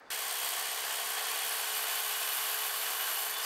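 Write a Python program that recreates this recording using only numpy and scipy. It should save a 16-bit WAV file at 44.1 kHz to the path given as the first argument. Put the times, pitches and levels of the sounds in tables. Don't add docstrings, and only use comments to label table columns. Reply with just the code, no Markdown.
import sys
import numpy as np
from scipy import signal
from scipy.fft import rfft, irfft
from scipy.io import wavfile
from scipy.ndimage import uniform_filter1d

SR = 44100
rng = np.random.default_rng(int(sys.argv[2]) if len(sys.argv) > 2 else 0)


def store_wav(level_fs):
    pcm = np.round(np.clip(np.atleast_2d(level_fs), -1, 1) * 32767)
    wavfile.write(sys.argv[1], SR, pcm.T.astype(np.int16))


def rack_gain(trim_db):
    fader = np.asarray(trim_db, float)
    return 10 ** (fader / 20)


N = 152145
GEAR_RATIO = 6.487
PRESS_TURN = -.19


def rms_one(x):
    return x / np.sqrt(np.mean(x ** 2) + 1e-20)


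def drift(rate_hz):
    step = 40
    r = np.exp(-2 * np.pi * rate_hz * step / SR)
    noise = rng.standard_normal(N // step + 2002)
    slow = signal.lfilter([1], [1, -2 * r, r * r], noise)[2000:]
    return np.interp(np.arange(N) / step, np.arange(len(slow)), rms_one(slow))


def resonance(x, hz, width_hz):
    r = np.exp(-np.pi * width_hz / SR)
    top = [(1 - r * r) / 2, 0, (r * r - 1) / 2]
    return signal.lfilter(top, [1, -2 * r * np.cos(2 * np.pi * hz / SR), r * r], x)


def colour(noises, spectrum, patchy_db):
    hz, db = np.transpose(spectrum)
    edges = 25 * 2 ** np.arange(0, 9.5, 1 / 3)
    out = 0
    for k, (low, high) in enumerate(zip(edges, edges[1:])):
        band_pass = signal.butter(2, [low, high], "band", fs=SR, output="sos")
        band = signal.sosfilt(band_pass, noises[k % 2])
        band_db = np.interp(np.log(low * high) / 2, np.log(hz), db)
        out = out + band * rack_gain(band_db + patchy_db * drift(36.0))
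    return rms_one(out)


def each_turn(turns, share, draw):
    size = 660
    share = np.clip(share, 0, 1)
    place = (turns % 1 * size).astype(int)
    return np.sqrt(1 - share) * draw(N) + np.sqrt(share) * draw(size)[place]


def wobble(turns, late):
    return np.cos(2 * np.pi * (turns - late))


# time in seconds, armature speed in Hz.
SPEED = [(0, 433), (1.05, 433.1), (1.2, 433.6), (1.62, 433.6), (1.72, 431.6), (2.5, 431.7), (2.6, 432.7),
         (2.9, 432.7), (3.0, 432.1), (3.3, 432.1), (3.38, 436), (3.45, 436)]


def blade_turns(t):
    return np.cumsum(np.interp(t, *np.transpose(SPEED))) / SR / GEAR_RATIO


# time in seconds, depth from 0 to 1.
DEPTH = [
    (0, 0),
    (1.3, .1),
    (1.9, .85),
    (2.4, 1),
    (3.2, .9),
    (3.35, .7),
]


def buried_depth(t):
    return np.interp(t, *np.transpose(DEPTH))


# time in seconds, roar in dB, bite of the teeth in dB, boom of the beam in dB.
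FEED = [(0.1, -36, -43, -7), (0.13, -36.5, -40.5, -1), (0.34, -37, -41, -0.5), (0.46, -35.5, -37, -1),
        (0.65, -37, -42.5, -0.5), (1.1, -36.5, -39.5, -1), (1.2, -36.5, -41, 1.5), (1.53, -36.5, -38, 0),
        (1.71, -36.5, -42, -2.5), (1.77, -35.5, -38, -4), (1.86, -37, -41.5, 0.5),
        (1.92, -35.5, -40.5, -3.1), (3.0, -37, -40, -0.5), (3.13, -37, -38.5, 1), (3.24, -38, -37.5, -1),
        (3.37, -39.5, -43.5, 2.5), (3.42, -38, -41.5, 0), (3.45, -34.5, -39, -1)]


def feed(t):
    s, *columns = np.transpose(FEED)
    return [np.interp(t, s, column) for column in columns]


# multiple of the armature speed, level in dB, dB more when buried.
WHINE = [(1, -58.5, 0), (4, -57.5, 0), (5, -66, 0), (7, -60, 2), (8, -62, 5), (9, -63, 2), (10, -62, 3),
         (11, -66, -3), (12, -64, -2), (15, -65, 0), (16, -63, 0), (18, -66, -3), (31, -64, 4)]
# multiple of the blade speed, level in dB, dB more when buried.
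TURN_TONES = [(2, -88, 0), (3, -87, 0), (16, -62, 0), (23, -60, 1), (45, -64, 4), (53, -67, 6),
              (55, -64, -5), (57, -64, 1), (66, -64, 4), (87, -64, -3), (91, -63, -4), (92, -63, -4),
              (93, -65, -4), (98, -69, 4), (107, -64, -4), (112, -65, 3), (121, -63, -6), (130, -62, -3),
              (131, -56, -2), (144, -65, -2), (149, -64, 0), (151, -66, 1), (155, -66, 0), (165, -62, -2),
              (166, -67, 2), (181, -63, 0), (190, -66, 6)]
WHINE_WAVER_DB, SHAFT_WAVER_DB, GEAR_WAVER_DB = 1.4, 1.5, 2.5
GEAR_UP_DB, GEAR_DOWN_DB, MESH_SIDE_DB = -67, -75, -11


def motor(turns, depth):
    def tone(cycles, db, waver_db):
        return np.sqrt(2) * rack_gain(db + waver_db * drift(2.7)) * np.sin(2 * np.pi * cycles)

    shaft = GEAR_RATIO * turns
    out = tone(shaft, WHINE[0][1], SHAFT_WAVER_DB)
    out = out + tone(shaft + turns, GEAR_UP_DB, GEAR_WAVER_DB)
    out = out + tone(shaft - turns, GEAR_DOWN_DB, GEAR_WAVER_DB)
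    for k, db, deep_db in WHINE[1:]:
        mesh = 1 + 2 * rack_gain(MESH_SIDE_DB) * wobble(turns, rng.random())
        out = out + mesh * tone(k * shaft, db + deep_db * depth, WHINE_WAVER_DB)
    for k, db, deep_db in TURN_TONES:
        out = out + tone(k * turns + rng.random(), db + deep_db * depth, WHINE_WAVER_DB)
    return out


# pitch in Hz, level in dB per Hz.
ROAR = [(30, -31), (110, -35.5), (330, -19.5), (650, -5.5), (1100, -3.5), (5700, -7), (9000, -7),
        (16000, -29)]
# pitch in Hz, width in Hz, level
# in dB, dB more when buried.
BODY = [(477, 60, 5, 0), (570, 58, -5, -0.5), (733, 190, 7, 0.5), (1091, 81, 6, 2), (1540, 200, 2.5, 4),
        (1850, 300, 5, -2.5), (228.5, 39, 6.5, 0.5), (2490, 370, 2.5, 2), (2926, 71, 7, 3),
        (3270, 240, 6.5, -2), (3025, 30, 1.5, 3.5), (4590, 255, 4, 0), (7720, 330, 3, -2.5),
        (9100, 140, 5, 1.5),
        (1270, 120, -2.5, 3.5), (2507, 26, 0.5, -0.5), (3540, 130, -0.5, 4.5), (3770, 65, 0.3, 2.5),
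         (4310, 87, 4.5, -0.5), (6180, 85, -0.5, 2), (6730, 87, -2.5, 9.5), (6750, 200, 1.3, -13),
         (7400, 110, 0.5, 3.5)]
ROAR_REPEAT, ROAR_TURN = .07, -.07
ROAR_PATCH_DB, ROAR_WOBBLE_DB, BODY_DRIFT_DB = 0.5, .65, .4
BOOM_HZ = 1690


def roar(turns, depth, boom_db):
    noises = [each_turn(turns, ROAR_REPEAT, rng.standard_normal) for _ in "ab"]
    air = colour(noises, ROAR, ROAR_PATCH_DB)
    for hz, width_hz, db, deep_db in BODY:
        gain = rack_gain(db + deep_db * depth + BODY_DRIFT_DB * drift(1.0))
        air = air + (gain - 1) * resonance(air, hz, width_hz)
    low = signal.sosfilt(signal.butter(1, BOOM_HZ, fs=SR, output="sos"), air)
    air = air + (rack_gain(boom_db) - 1) * low
    return rms_one(air) * rack_gain(ROAR_WOBBLE_DB * wobble(turns, ROAR_TURN) + 0.57 * drift(23))


CHIPS_PER_S, CHIP_SPREAD_DB = 6000, 3


def chips(count):
    sizes_db = CHIP_SPREAD_DB * np.minimum(rng.exponential(1, count), 4.5)
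    sizes = rack_gain(sizes_db) * rng.choice([-1, 1], count)
    return rms_one(sizes * (rng.random(count) < CHIPS_PER_S / SR))


# pitch in Hz, width in Hz.
BLADE = [(8730, 250), (10000, 400), (10600, 300), (11000, 250), (11700, 300), (12050, 250), (12620, 220),
         (12950, 300), (13350, 350), (14300, 700), (15200, 700)]
# level in dB, dB more when buried.
BLADE_DB = [(1, -2.5), (-7, -11), (-5, 3.5), (-4.5, 5), (-3, 3), (3, 1), (0.5, 1.5), (-7.5, 13),
            (-2.5, 4.5), (-3, 2), (-19, -11)]
REPEAT_SHARE, STEADIED = 0.077, .85
WOBBLE_DB, TWICE_DB, BLADE_DRIFT_DB = 3.5, 1.5, 1
TWICE_TURN = -.27


def blade(turns, depth):
    once_db = WOBBLE_DB * (1 - STEADIED * depth) * wobble(turns, PRESS_TURN)
    twice_db = TWICE_DB * wobble(2 * turns, 2 * TWICE_TURN)
    press = rack_gain(once_db + twice_db + 0.92 * drift(43))
    press = press / np.sqrt(uniform_filter1d(press ** 2, size=2640))
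    strikes = [press * each_turn(turns, REPEAT_SHARE, chips) for _ in "ab"]
    out = 0
    for k, ((hz, width_hz), (db, deep_db)) in enumerate(zip(BLADE, BLADE_DB)):
        gain = rack_gain(db + deep_db * depth + BLADE_DRIFT_DB * drift(2.9))
        out = out + gain * resonance(strikes[k % 2], hz, width_hz) / np.sqrt(width_hz)
    return rms_one(out)


# start in
# seconds, length in seconds, multiple of the blade speed, level in dB.
SQUEALS = [(1.42, .18, 159, -49), (1.42, .18, 165, -51), (1.4, .2, 161, -54), (1.4, .2, 156, -55),
           (1.82, .45, 181, -50), (1.75, .45, 189, -55), (2.27, .38, 189, -52), (-.1, 1.0, 49, -56),
           (.4, .1, 49, -54), (.85, 1.0, 49, -53), (2.92, .26, 24, -50), (1.05, .25, 23, -55),
           (3.31, .125, 8 * GEAR_RATIO, -47), (2.58, .22, 8 * GEAR_RATIO, -56), (1.8, 1.45, 44.5, -55),
           (.3, 1.2, 45, -59)]
THROB_ABOVE = 100
SQUEAL_BEAT, SQUEAL_BLUR, SQUEAL_FLUTTER_DB = .5, .5, 1.5


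def squeals(turns):
    t, out = np.arange(N) / SR, 0
    for s, length, k, db in SQUEALS:
        high = k > THROB_ABOVE
        swell = np.sin(np.pi * np.clip((t - s) / length, 0, 1))
        throb = 1 + high * SQUEAL_BEAT * wobble(turns, PRESS_TURN)
        level = rack_gain(db + SQUEAL_FLUTTER_DB * drift(20))
        note = np.sin(2 * np.pi * k * turns + high * SQUEAL_BLUR * drift(12))
        out = out + swell * level * throb * note
    return np.sqrt(2) * out


# start in seconds, length in seconds, pitch in Hz, level in dB.
CHIRPS = [
    (3.431, .012, 5200, -41),
    (3.439, .016, 5050, -44),
    (3.438, .009, 7500, -44),
]
CHIRP_FALL_PER_S = 3.5


def chirps():
    t, out = np.arange(N) / SR, 0
    for s, length, hz, db in CHIRPS:
        age = np.clip(t - s, 0, length)
        swell = np.sin(np.pi * age / length)
        cycles = hz * age * (1 - CHIRP_FALL_PER_S * age / 2)
        out = out + rack_gain(db) * swell * np.sin(2 * np.pi * cycles)
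    return np.sqrt(2) * out


# pitch in Hz, level in dB, seconds to fade by 60 dB.
CLINK = [(3510, -64, .14), (4090, -76, .15), (4680, -71, .3)]
CLINK_S = .064


def clink():
    age = np.arange(N) / SR - CLINK_S
    out = 0
    for hz, db, t60 in CLINK:
        out = out + (age > 0) * rack_gain(db - 60 * np.abs(age) / t60) * np.sin(2 * np.pi * hz * age)
    return out


# pitch in Hz, level in dB per Hz.
SHOP = [(200, -18.5), (290, -8), (1000, -6), (1600, -5.5), (2700, -23.5), (4600, -23), (6500, -32),
        (16000, -47)]
SHOP_DB = -55


def shop_air():
    return rack_gain(SHOP_DB) * colour(rng.standard_normal((2, N)), SHOP, 0.83)


JUMP_IN_S, JUMP_THUMP_DB, THUMP_S = .1026, -56, 0.002
BITE_DB = 1


def scene():
    t = np.arange(N) / SR
    roar_db, bite_db, boom_db = feed(t)
    depth = buried_depth(t)
    turns = blade_turns(t)
    saw = motor(turns, depth) + squeals(turns) + chirps()
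    saw = saw + rack_gain(roar_db) * roar(turns, depth, boom_db)
    saw = saw + rack_gain(bite_db + BITE_DB) * blade(turns, depth)
    shop = shop_air() + clink()
    on = np.clip((t - JUMP_IN_S) / 0.00094, 0, 1)
    thump = rack_gain(JUMP_THUMP_DB) * np.exp(-((t - JUMP_IN_S) / THUMP_S) ** 2)
    return (on * saw + (1 - on) * shop + thump)[None]


def band_limit(x):
    return signal.sosfilt(signal.butter(12, 16170, fs=SR, output="sos"), x)


TOP_HZ = 15715


def record(dry):
    top = 1 - np.clip((np.fft.rfftfreq(N, 1 / SR) - TOP_HZ) / 60, 0, 1)
    return band_limit(irfft(rfft(dry) * top, N))


dry = scene()
out = record(dry)
store_wav(out)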